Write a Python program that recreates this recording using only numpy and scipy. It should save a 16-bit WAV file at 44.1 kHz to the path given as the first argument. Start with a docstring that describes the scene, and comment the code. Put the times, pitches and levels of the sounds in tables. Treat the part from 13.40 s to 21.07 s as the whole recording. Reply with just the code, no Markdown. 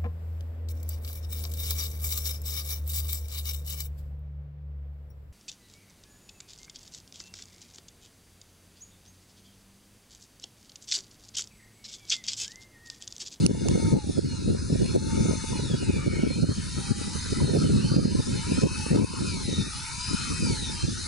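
"""Auger drill in sand

A few metres from a camera in an open field, a cordless drill turns a long auger into sandy soil in short strokes.
Motor slots and gear teeth sing as sines on multiples of the shaft angle, over filtered noise for brush and sand;
the housing colours them all, and the gears knock now and then as short damped rings.
Two dry noise clicks fall near the start, a thin sine whistle comes and goes, and gusts of low noise buffet
both microphone ports. The camera's gain control ducks after loud peaks."""
import sys
import numpy as np
from scipy import signal
from scipy.fft import rfft, irfft, next_fast_len
from scipy.io import wavfile
from scipy.ndimage import uniform_filter1d, map_coordinates

SR = 44100
rng = np.random.default_rng(int(sys.argv[2]) if len(sys.argv) > 2 else 0)


def digitize_waveform(pressure):
    """Quantize a signal to 16-bit integers and store it at the path in sys.argv[1].

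    Rows of a 2-D input are taken as channels; values are limited to [-1, 1].
    """
    field = np.atleast_2d(pressure).T
    bounded = np.clip(field, -1, 1)
    quanta = np.round(bounded * 32767).astype(np.int16)
    wavfile.write(sys.argv[1], SR, quanta)


N = 338247  # samples
START_SPEED = 175  # shaft turns a second
LEFT_RIGHT = np.array([[1], [-1]])  # signs for a level offset between the ports


def amp(db):
    """Decibels to amplitude."""
    return 10 ** (np.asarray(db) / 20)


def unit(x):
    """Scale to an RMS of one."""
    return x / np.sqrt(np.mean(x ** 2) + 1e-20)


def along(points, hz):
    """Read (f/Hz, value) points on a log frequency axis."""
    f, v = np.transpose(points)
    return np.interp(np.log(hz + 1), np.log(f + 1), v)


def curves(rows):
    """One value per sample for each column after the time."""
    s, *cols = np.transpose(rows)
    return [np.interp(np.arange(N) / SR, s, c) for c in cols]


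def wobble(rate):
    """A smooth random curve, rate knots a second."""
    coarse = np.arange(0, N, 32)
    knots = rng.standard_normal(int(N * rate / SR) + 4)
    return np.interp(np.arange(N), coarse, map_coordinates(knots, [coarse * rate / SR]))


def filtered(x, response):
    """Multiply the spectrum of x by a function of frequency."""
    m = next_fast_len(x.shape[-1] + 8192)
    return irfft(rfft(x, m) * response(np.fft.rfftfreq(m, 1 / SR)), m)[..., :x.shape[-1]]


def spread(pair, colour, alike, lead):
    """Two unrelated signals become left and right of given likeness and phase lead."""
    m = next_fast_len(pair.shape[1] + 8192)
    hz = np.fft.rfftfreq(m, 1 / SR)
    turn = np.arccos(np.clip(along(alike, hz), -1, 1)) / 2
    mid, side = rfft(pair, m) * colour(hz) * [np.cos(turn), np.sin(turn)]
    shift = np.exp(.5j * along(lead, hz))
    return irfft([(mid + side) * shift, (mid - side) / shift], m)[:, :pair.shape[1]]


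def patchy(patchy_db):
    """Two noises that share patches of random gain in time and frequency."""
    z = signal.stft(rng.standard_normal((2, N)), nperseg=512)[2]
    field = uniform_filter1d(rng.standard_normal(z.shape[1:]), 4, 0)
    field = uniform_filter1d(field, 10, 1)
    return unit(signal.istft(z * amp(patchy_db * unit(field)), nperseg=512)[1][:, :N])


def tones(orders, turns, waver_db):
    """Sines on multiples of the shaft angle, each fluttering by itself; two mixes with other phases."""
    out = np.zeros((2, N))
    for k, db in orders:
        flutter_db = waver_db * (wobble(6) + 1.5 * wobble(70))
        tone = amp(db + flutter_db) * np.exp(2j * np.pi * k * turns)
        out += (tone * np.exp(2j * np.pi * rng.random((2, 1)))).real
    return unit(out)


# Drill as it reaches the camera: t/s, level/dB at the starting speed
DRILL_LEVEL = [(0, -40), (.5, -40.5), (.7, -42.5), (1.2, -41.5), (1.7, -39), (2.15, -38.5), (2.7, -39.5),
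               (3.05, -39.5), (3.4, -36.5), (4, -36.5), (4.3, -36.5), (4.6, -38), (4.9, -36.5),
               (5.4, -36.5), (6, -37.5), (6.6, -35.5), (7.2, -35), (7.67, -35.5)]
# Tone of the housing: f/Hz, level/dB
HOUSING_TONE = [(600, -47.5), (880, -1), (1100, -1), (1400, 0), (1650, -6), (1900, -7.5), (2500, -5),
                (3600, 1.5), (4800, 0.5), (6300, -1), (8000, -4), (9800, -1.5), (11200, -12)]
# Likeness of the drill at the two ports: f/Hz, likeness 0-1
DRILL_ALIKE = [(800, 1), (1200, 0.14), (2500, 0.67), (5200, 0.75), (10900, 1)]
# Lean of the drill to one side: f/Hz, level/dB of left over right
DRILL_LEAN = [(700, -10.5), (1080, 10), (1900, 0.5), (3440, -0.5), (6120, 3), (10900, -0.5)]
HISS_DB_PER_OCTAVE = 2.5  # the drill's overall level grows with shaft speed


def drill():
    """Slot, gear and chatter tones join pulsing hiss and grind, and leave through the housing."""
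    speed, (hum_db, slot_db, mesh_db, second_db, third_db, grind_db) = shaft()
    turns = np.cumsum(speed * (1 + .002 * wobble(70))) / SR
    source = brush_and_sand(turns, grind_db)
    source += filtered(song(speed, turns, hum_db, slot_db, mesh_db), gearbox)
    # the gearbox colours the chatter only a little
    source += filtered(chatter(speed, second_db, third_db), lambda hz: gearbox(hz) ** 0.25)
    colour = lambda hz: amp(along(HOUSING_TONE, hz))
    body = unit(housing_gaps(spread(source, colour, DRILL_ALIKE, lead=[(1, 0)])))
    level_db = curves(DRILL_LEVEL)[0] + HISS_DB_PER_OCTAVE * np.log2(speed / START_SPEED)
    return amp(level_db) * filtered(body, lambda hz: amp(along(DRILL_LEAN, hz) / 2 * LEFT_RIGHT))


# The trigger finger moves or the auger bites: t/s, shaft speed it settles at [turns a second],
# time constant [s], motor pulling 1 or slack 0
TRIGGER_MOVES = [(0.0, 180.8, .04, 1), (.25, 180.3, .1, 1), (0.51, 91, .171, 0), (1.046, 183.5, .144, 1),
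                 (1.75, 178.3, .1, 1), (2.095, 43.7, .215, 0), (2.439, 99.5, .23, 0), (2.876, 166, .138, 1),
                 (4.001, 64.7, .186, 0), (4.366, 134.8, .038, 0), (4.659, 155.5, .152, 0),
                 (4.85, 218.2, .105, 1), (5.4, 214, .1, 1), (5.804, 143.2, .108, 0), (6.198, 212, .151, 1),
                 (6.97, 106, .159, 0), (7.365, 308, .267, 1)]
# Parts of the drill after each of those moves, level/dB re hiss before the speed terms and the housing:
# slot hum, slot overtones, gear tone, second chatter overtone, third chatter overtone, low grind
MOVE_VOICING = [(-11, -7, -8.5, -18, -21, 5), (-5, -8, -4, -13, -18, 2.5), (3.5, -16, -10, -12, -12, 2),
                (-5, -8, -13, -30, -30, 2.5), (-8, -7, -6.5, -29, -30, 2.5), (-8, -14, -11, -5, -12, 3.5),
                (-20, -18, -30, -5, -18, 7), (-6, -14, -8, -18, -26, 3), (-10, -16, -11, -13, -15, 2),
                (-12, -16, -10, -8, -8, 4), (-12, -11, -11, -15, -18, 2), (-10.5, -8, -10, -18, -22, 3),
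                (-11.5, -11, -15, -22, -25, 3), (-9, -8, -7, -6, -15, 1.5), (-8, -8, -13, -20, -24, 3.5),
                (-9.5, -11, -9, -5, -16, 2), (-9, -9, -9, -17, -20, 1)]
# the teeth go slack or take up load this long after a move, blended over this time
SLACK_LAG_S, TAKE_UP_S, SLACK_BLEND_S = .05, .09, .06


def shaft():
    """Speed glides to each new setting like a critically damped mass; also the part levels."""
    t, speed = np.arange(N) / SR, np.zeros(N)
    now, slope = START_SPEED, 0
    starts = [row[0] for row in TRIGGER_MOVES]
    for (s, goal, tau, *_), end in zip(TRIGGER_MOVES, starts[1:] + [N / SR]):
        push = slope + (now - goal) / tau
        glide = lambda d: goal + (now - goal + push * d) * np.exp(-d / tau)
        span = (t >= s) & (t < end)
        speed[span] = glide(t[span] - s)
        length = end - s
        now, slope = glide(length), (slope - push * length / tau) * np.exp(-length / tau)
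    changes = [row[0] + (TAKE_UP_S if row[3] else SLACK_LAG_S) for row in TRIGGER_MOVES]
    row = np.clip(np.searchsorted(changes, t) - 1, 0, None)
    part_db = np.array(MOVE_VOICING, float)[row].T
    part_db = uniform_filter1d(part_db, max(round(SLACK_BLEND_S * SR), 1), mode="nearest")
    return np.maximum(speed, 1), part_db


# Overtones of the five armature slots: multiple of the shaft, level/dB
SLOT_OVERTONES = [(10, -6), (15, 1), (20, 3.5), (25, 0.5), (30, -3.5), (35, 0), (40, 3), (45, 2.5), (50, 0),
                  (55, -2), (60, 3)]
# Twelve-tooth pinion with a sideband and a second gear: multiple of the shaft, level/dB
GEAR_MESH = [(7, -8), (12, 0), (12.55, -4), (17, -20)]
MESH_DB_PER_OCTAVE = 9  # the gear tone grows with shaft speed


def song(speed, turns, hum_db, slot_db, mesh_db):
    """Armature slots and meshing gears sing at multiples of the shaft speed."""
    # 1 when the speed changes by 150 turns a second each second
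    gliding = np.abs(uniform_filter1d(np.gradient(speed), SR // 20)) * SR / 150
    mesh_db = mesh_db + MESH_DB_PER_OCTAVE * np.log2(speed / START_SPEED)
    out = amp(hum_db) * tones([(5, 0)], turns, waver_db=1.5)
    # slot overtones fade while the speed glides
    out += amp(slot_db - 4.5 * gliding) * tones(SLOT_OVERTONES, turns, waver_db=1.5)
    return out + amp(mesh_db) * tones(GEAR_MESH, turns, waver_db=1.5)


# Chattering teeth, a list for the second overtone and one for the third and up:
# multiple of the shaft, level/dB
TOOTH_CHATTER = [(23.3, -9), (24, 0), (24.6, -4), (25.2, -10)], [(35.3, -10), (36, 0), (48, -9)]
CHATTER_DB_PER_OCTAVE = -8  # slack teeth rattle harder as the shaft slows


def chatter(speed, second_db, third_db):
    """Chattering teeth on an unsteady shaft: a broad second overtone and thinner higher ones."""
    slowing_db = CHATTER_DB_PER_OCTAVE * np.log2(speed / 130)
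    loaded = np.cumsum(speed * (1 + .01 * wobble(140))) / SR
    firm = np.cumsum(speed * (1 + .007 * wobble(100))) / SR
    second, third = TOOTH_CHATTER
    out = amp(second_db + slowing_db) * tones(second, loaded, waver_db=2.0)
    return out + amp(third_db + slowing_db) * tones(third, firm, waver_db=2.0)


# Gearbox resonances that lift a tone passing through: f/Hz, width/Hz, level/dB re the flat part
GEARBOX_RINGS = [(910, 1000, -27), (2540, 580, 2.5), (3900, 120, -17), (5004, 260, 18), (6260, 330, 11),
                 (10090, 560, 13)]


def gearbox(hz):
    """Gain of the gearbox: resonant peaks on a flat floor."""
    peaks = [amp(db) / 2 / (1 + (2 * (hz - c) / w) ** 2) for c, w, db in GEARBOX_RINGS]
    return 0.5 + sum(peaks)


def brush_and_sand(turns, grind_db):
    """Brush and sand hiss pulses with the shaft and with sand grains; patchier grinding lies below it."""
    beat = 1 + 0.035 * np.cos(2 * np.pi * turns)
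    grains = amp(0.54 * wobble(300) + 0.32 * wobble(16))
    noise = unit(patchy(patchy_db=2.5) * beat * grains)
    lows = lambda hz: 1 / (1 + (hz / 3200) ** 12)
    hiss = filtered(noise, lambda hz: 1 - lows(hz))
    return hiss + amp(grind_db) * filtered(patchy(patchy_db=4.0), lows)


# Gaps from ground and body echoes with the drill held high: f/Hz, width/Hz
HIGH_GAPS = [(760, 130), (1110, 200), (2010, 80), (2720, 90), (3130, 380), (5650, 80), (7450, 130),
             (8400, 110), (9350, 80), (10350, 125)]
# The same gaps with the drill sunk low: f/Hz, width/Hz
LOW_GAPS = [(740, 130), (1110, 160), (2060, 90), (2800, 130), (3340, 290), (5800, 90), (6950, 170),
            (7900, 90), (8900, 230), (10300, 60)]
# Drill sinking into the ground: t/s, share of the low position 0-1
SINK_PATH = [(0, 0.1), (2.2, 0.2), (3.4, 1), (7.67, 0.96)]


def housing_gaps(x):
    """Dark gaps where two paths cancel; they slide as the drill sinks and sway as it rocks."""
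    hz, t, z = signal.stft(x, SR, nperseg=1024)
    at = np.minimum(np.round(t * SR).astype(int), N - 1)
    low = np.clip(curves(SINK_PATH)[0][at], 0, 1)
    for (high_hz, high_w), (low_hz, low_w) in zip(HIGH_GAPS, LOW_GAPS):
        centre = high_hz + low * (low_hz - high_hz) + 45 * wobble(6)[at]
        width = (high_w + low * (low_w - high_w)) * amp(2.2 * wobble(12)[at])
        depth = np.clip(1.2 + .4 * wobble(8)[at], 0, 1)  # the gap varies in depth
        z = z * (1 - depth / (1 + (2 * (hz[:, None] - centre) / width) ** 6))
    return signal.istft(z, SR, nperseg=1024)[1][:, :N]


# Short knocks in the gear train: t/s, level/dB before onset, decay and lean, f/Hz
GEAR_KNOCKS = [(0.559, -7, 856), (2.13, -8, 956), (4.001, -7, 980), (4.498, -10.5, 1456), (4.8, -16, 910)]


def knocks():
    """Each knock is one damped ring with a soft start, a little stronger on the left."""
    out, t = np.zeros(N), np.arange(SR // 10) / SR
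    for s, db, hz in GEAR_KNOCKS:
        decay = amp(db - 60 * t / 0.02)  # 60 dB in 20 ms
        out[round(s * SR):][:len(t)] += decay * (1 - np.exp(-t / 0.019)) * np.sin(2 * np.pi * hz * t)
    return out * amp(1.5 * LEFT_RIGHT)


# Dry clicks: t/s, peak level/dB on the right, brightness [dB an octave]
DRY_CLICKS = [(0.0635, -5.5, 1), (0.285, -12, -2)]
# Spectrum of a click before its brightness: f/Hz, level/dB per Hz
CLICK_TONE = [(400, -35), (800, -9), (1200, -7), (1850, -23), (2750, -6), (3450, -27), (4300, -5.5),
              (5600, -2), (6900, -3), (8000, -19), (9550, -2), (11000, -30), (14600, -55), (22000, -120)]
CLICK_LEFT_DB = -8  # re right: the clicks fall near the right port


def clicks():
    """Dry noise snaps that swell for under a millisecond and die in three."""
    out, t = np.zeros((2, N)), np.arange(SR // 50) / SR
    lead_in = 200  # samples of room for the filter before the click
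    for s, db, bright_db in DRY_CLICKS:
        burst = rng.standard_normal((2, len(t))) * (t / .0007) ** 2 * np.exp(-t / 0.0004)
        burst = np.pad(burst, ((0, 0), (lead_in, 0)))
        colour = lambda hz: amp(along(CLICK_TONE, hz) + bright_db * np.log2((hz + 1) / 4000))
        burst = filtered(burst, colour)
        burst = burst / abs(burst).max(1, keepdims=True) * amp([[CLICK_LEFT_DB], [0]])
        out[:, round(s * SR) - lead_in:][:, :burst.shape[1]] += amp(db) * burst
    return out


# Thin whistle: t/s, f/Hz, level/dB
WHISTLE_PATH = [(0.0, 4260, -42), (0.06, 4260, -43.5), (0.08, 4223, -59), (0.38, 4239, -53.5),
                (0.7, 4250, -56.5), (1.3, 4190, -52), (1.34, 4200, -60), (1.56, 4270, -44),
                (1.73, 4180, -53), (2.01, 4230, -49), (2.05, 4220, -59), (2.84, 4280, -57),
                (2.95, 4185, -42), (3.29, 4340, -53.5), (3.53, 4310, -48), (3.61, 4234, -71),
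                (3.82, 4270, -48), (3.87, 4220, -53), (4.02, 4260, -47), (4.66, 4207, -44),
                (4.89, 4200, -59), (4.98, 4230, -39), (5.02, 4170, -50), (5.57, 4259, -67),
                (5.72, 4210, -50), (6.77, 4190, -53.5), (6.81, 4140, -41), (6.92, 4160, -60),
                (7.26, 4130, -51), (7.35, 4179, -61), (7.41, 4160, -39.5), (7.58, 4190, -54),
                (7.61, 4180, -40), (7.67, 4169, -49)]


def whistle():
    """A thin flickering sine that keeps near its pitch whatever the shaft does."""
    hz, db = curves(WHISTLE_PATH)
    tone = np.sqrt(2) * np.sin(2 * np.pi * np.cumsum(hz + 9 * wobble(16)) / SR)
    flicker = unit(amp(2.9 * wobble(25)))
    return amp(db) * flicker * tone * amp(.6 * LEFT_RIGHT)


# Breeze over the field: t/s, level/dB, brightness of the eddies [dB an octave]
BREEZE_PATH = [(0, -21, 2), (.15, -23, 0), (1.1, -30, -4), (1.5, -24, 1.5), (1.9, -28, 1), (2.5, -30, -3.5),
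               (2.95, -26.5, 3), (3.15, -33, -10), (3.85, -31.5, -2.5), (4.05, -25.5, -1),
               (4.75, -26.5, -1), (5.3, -33, -0.5), (5.6, -35.5, -0.5), (6.15, -30.5, -5), (6.45, -44, -11),
               (7.1, -27.5, -7), (7.4, -34.5, -7), (7.67, -33.5, 4)]
# Spectrum of the rumble before its low-pass filters: f/Hz, level/dB per Hz
RUMBLE_TONE = [(12, -22), (20, -16), (87, 0), (193, -2), (251, -5), (481, -15), (552, -12.5), (686, -25),
               (800, -73), (1040, -76), (1760, -120)]
# Wind at the two ports: f/Hz, left-right likeness 0-1
WIND_ALIKE = [(30, 0.88), (70, 0.7), (130, 0.55), (270, 0.72), (550, 0.84)]
# Wind crossing the ports: f/Hz, phase by which the left port leads [radians]
WIND_LEAD = [(40, 0), (75, -.25), (130, -1.3), (300, -2.3), (690, -2.7)]
DEEP_FOLLOWS = 0.22  # share of the breeze's dB swing that the deepest rumble follows


def wind():
    """A low rumble whose upper part comes in lumps, and short eddies that hit the ports out of step."""
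    breeze_db, tilt_db = curves(BREEZE_PATH)
    colour = lambda hz: amp(along(RUMBLE_TONE, hz)) / (1 + (hz / 520) ** 8)
    rumble = unit(spread(rng.standard_normal((2, N)), colour, WIND_ALIKE, WIND_LEAD))
    deep = filtered(rumble, lambda hz: 1 / (1 + (hz / 85) ** 4))
    lumps = unit(amp(np.minimum(3.55 * wobble(16) + 3.35 * wobble(35), 6)))
    steadying = amp((DEEP_FOLLOWS - 1) * (breeze_db - breeze_db.mean()))
    out = amp(breeze_db) * (steadying * deep + lumps * (rumble - deep))
    out += eddies(breeze_db, tilt_db)
    return filtered(out, lambda hz: 1 / (1 + (hz / 760) ** 10))


# Eddies at set moments: t/s, level/dB before lean and low-pass, length/s
SET_EDDIES = [(0.05, -19, 0.037), (0.091, -13.5, 0.034), (0.292, -21, 0.022), (0.351, -16, 0.018),
              (0.459, -25, 0.04), (0.519, -14, 0.077), (0.688, -19, 0.027), (0.784, -18.5, 0.017),
              (1.078, -19, 0.052), (1.148, -25, 0.012), (1.402, -20, 0.033), (1.44, -25, 0.03),
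              (1.544, -19, 0.048), (1.85, -22.5, 0.028), (1.886, -22, 0.025), (2.335, -22, 0.025),
              (2.488, -18.5, 0.025), (2.556, -29, 0.031), (2.663, -19, 0.03), (2.724, -25.5, 0.033),
              (2.831, -16.5, 0.028), (2.866, -21, 0.016), (3.026, -17, 0.034), (3.087, -23.5, 0.034),
              (3.183, -29, 0.013), (3.368, -26, 0.047), (3.501, -20.5, 0.028), (3.925, -25.5, 0.024),
              (4.015, -20, 0.021), (4.074, -23.5, 0.037), (4.133, -18.5, 0.051), (4.237, -23, 0.025),
              (4.295, -26.5, 0.018), (4.354, -23, 0.035), (4.399, -34, 0.016), (4.515, -17.5, 0.017),
              (4.565, -15.5, 0.038), (4.646, -18.5, 0.023), (4.749, -17.5, 0.014), (4.79, -19.5, 0.025),
              (5.116, -19, 0.019), (5.175, -21.5, 0.025), (5.218, -14.5, 0.064), (5.505, -15, 0.094),
              (5.581, -15, 0.074), (5.631, -19.5, 0.028), (5.806, -28.5, 0.036), (5.972, -36, 0.017),
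              (6.075, -26, 0.034), (6.128, -26.5, 0.018), (6.168, -24, 0.054), (6.735, -23.5, 0.023),
              (7.023, -22.5, 0.039), (7.1, -23, 0.029), (7.433, -21, 0.028)]
# Spectrum of an eddy before its brightness: f/Hz, level/dB per Hz
EDDY_TONE = [(41, -27.5), (70, -10), (113, -7.5), (188, -0.5), (380, -6.5), (502, -11.5), (732, -24.5),
             (895, -21), (1000, -14), (1300, -105), (2200, -120)]
BRIGHT_SCATTER_DB, PAN_SCATTER_DB = 3, 4.5  # from eddy to eddy: dB an octave, dB left over right
CREST_DB, SPIKY_DB = 7.5, 4.5  # peak of an eddy over its level; spread of its few sharp pushes


def eddies(breeze_db, tilt_db):
    """Each eddy is an arch of low noise made of a few sharp pushes."""
    out, t = np.zeros((2, N)), np.arange(4000) / SR
    for s, db, length in [*SET_EDDIES, *small_eddies(breeze_db, count=130)]:
        scatter = rng.standard_normal(2)
        bright_db = tilt_db[round(s * SR)] + BRIGHT_SCATTER_DB * scatter[0]
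        pan_db = PAN_SCATTER_DB * scatter[1]
        tilt = lambda hz: bright_db * np.log2(np.clip(hz, 110, 800) / 200)
        colour = lambda hz: amp(along(EDDY_TONE, hz) + tilt(hz))
        shape = np.sin(np.pi * np.clip(t / max(length, .008), 0, 1)) ** 0.54
        pushes = amp(SPIKY_DB * unit(uniform_filter1d(rng.standard_normal(len(t)), size=100)))
        noise = pushes * rng.standard_normal((2, len(t)))
        puff = shape * spread(noise, colour, WIND_ALIKE, WIND_LEAD)
        puff *= amp(CREST_DB) / abs(puff).max(1, keepdims=True)
        start = max(round((s - .004) * SR), 0)
        out[:, start:start + len(t)] += amp(db + pan_db / 2 * LEFT_RIGHT) * puff[:, :N - start]
    return out


# small eddies: level re breeze, its scatter, length
SMALL_DB, SMALL_SCATTER_DB, SMALL_S = -2, 3.5, 0.0133


def small_eddies(breeze_db, count):
    """Short eddies at random moments, with levels scattered about one that follows the breeze."""
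    times = rng.random(count) * (N - 1) / SR
    levels_db = SMALL_DB + SMALL_SCATTER_DB * rng.standard_normal(count)
    return [(s, breeze_db[round(s * SR)] + db, SMALL_S) for s, db in zip(times, levels_db)]


def scene():
    """Everything that reaches the two ports."""
    return drill() + knocks() + clicks() + whistle() + wind()


DUCK_ABOVE_DB, DUCK_SLOPE = -10, 1.3  # threshold; dB of ducking for each dB over it
DUCK_ATTACK_S, RECOVER_DB_PER_S = 0.004, 35
TOP_HZ = 10820  # band limit


def record(dry):
    """Gain control ducks just after loud peaks and climbs back steadily; a steep low-pass limits the band."""
    over_db = DUCK_SLOPE * np.maximum(20 * np.log10(abs(dry).max(0) + 1e-9) - DUCK_ABOVE_DB, 0)
    climb_db = RECOVER_DB_PER_S * np.arange(N) / SR
    duck_db = np.maximum.accumulate(over_db + climb_db) - climb_db
    lag = max(round(DUCK_ATTACK_S * SR), 2)
    duck_db = uniform_filter1d(duck_db, lag, origin=(lag - 1) // 2)
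    return filtered(dry * amp(-duck_db), lambda hz: 1 / (1 + (hz / TOP_HZ) ** 400))


dry = scene()
out = record(dry)
digitize_waveform(out)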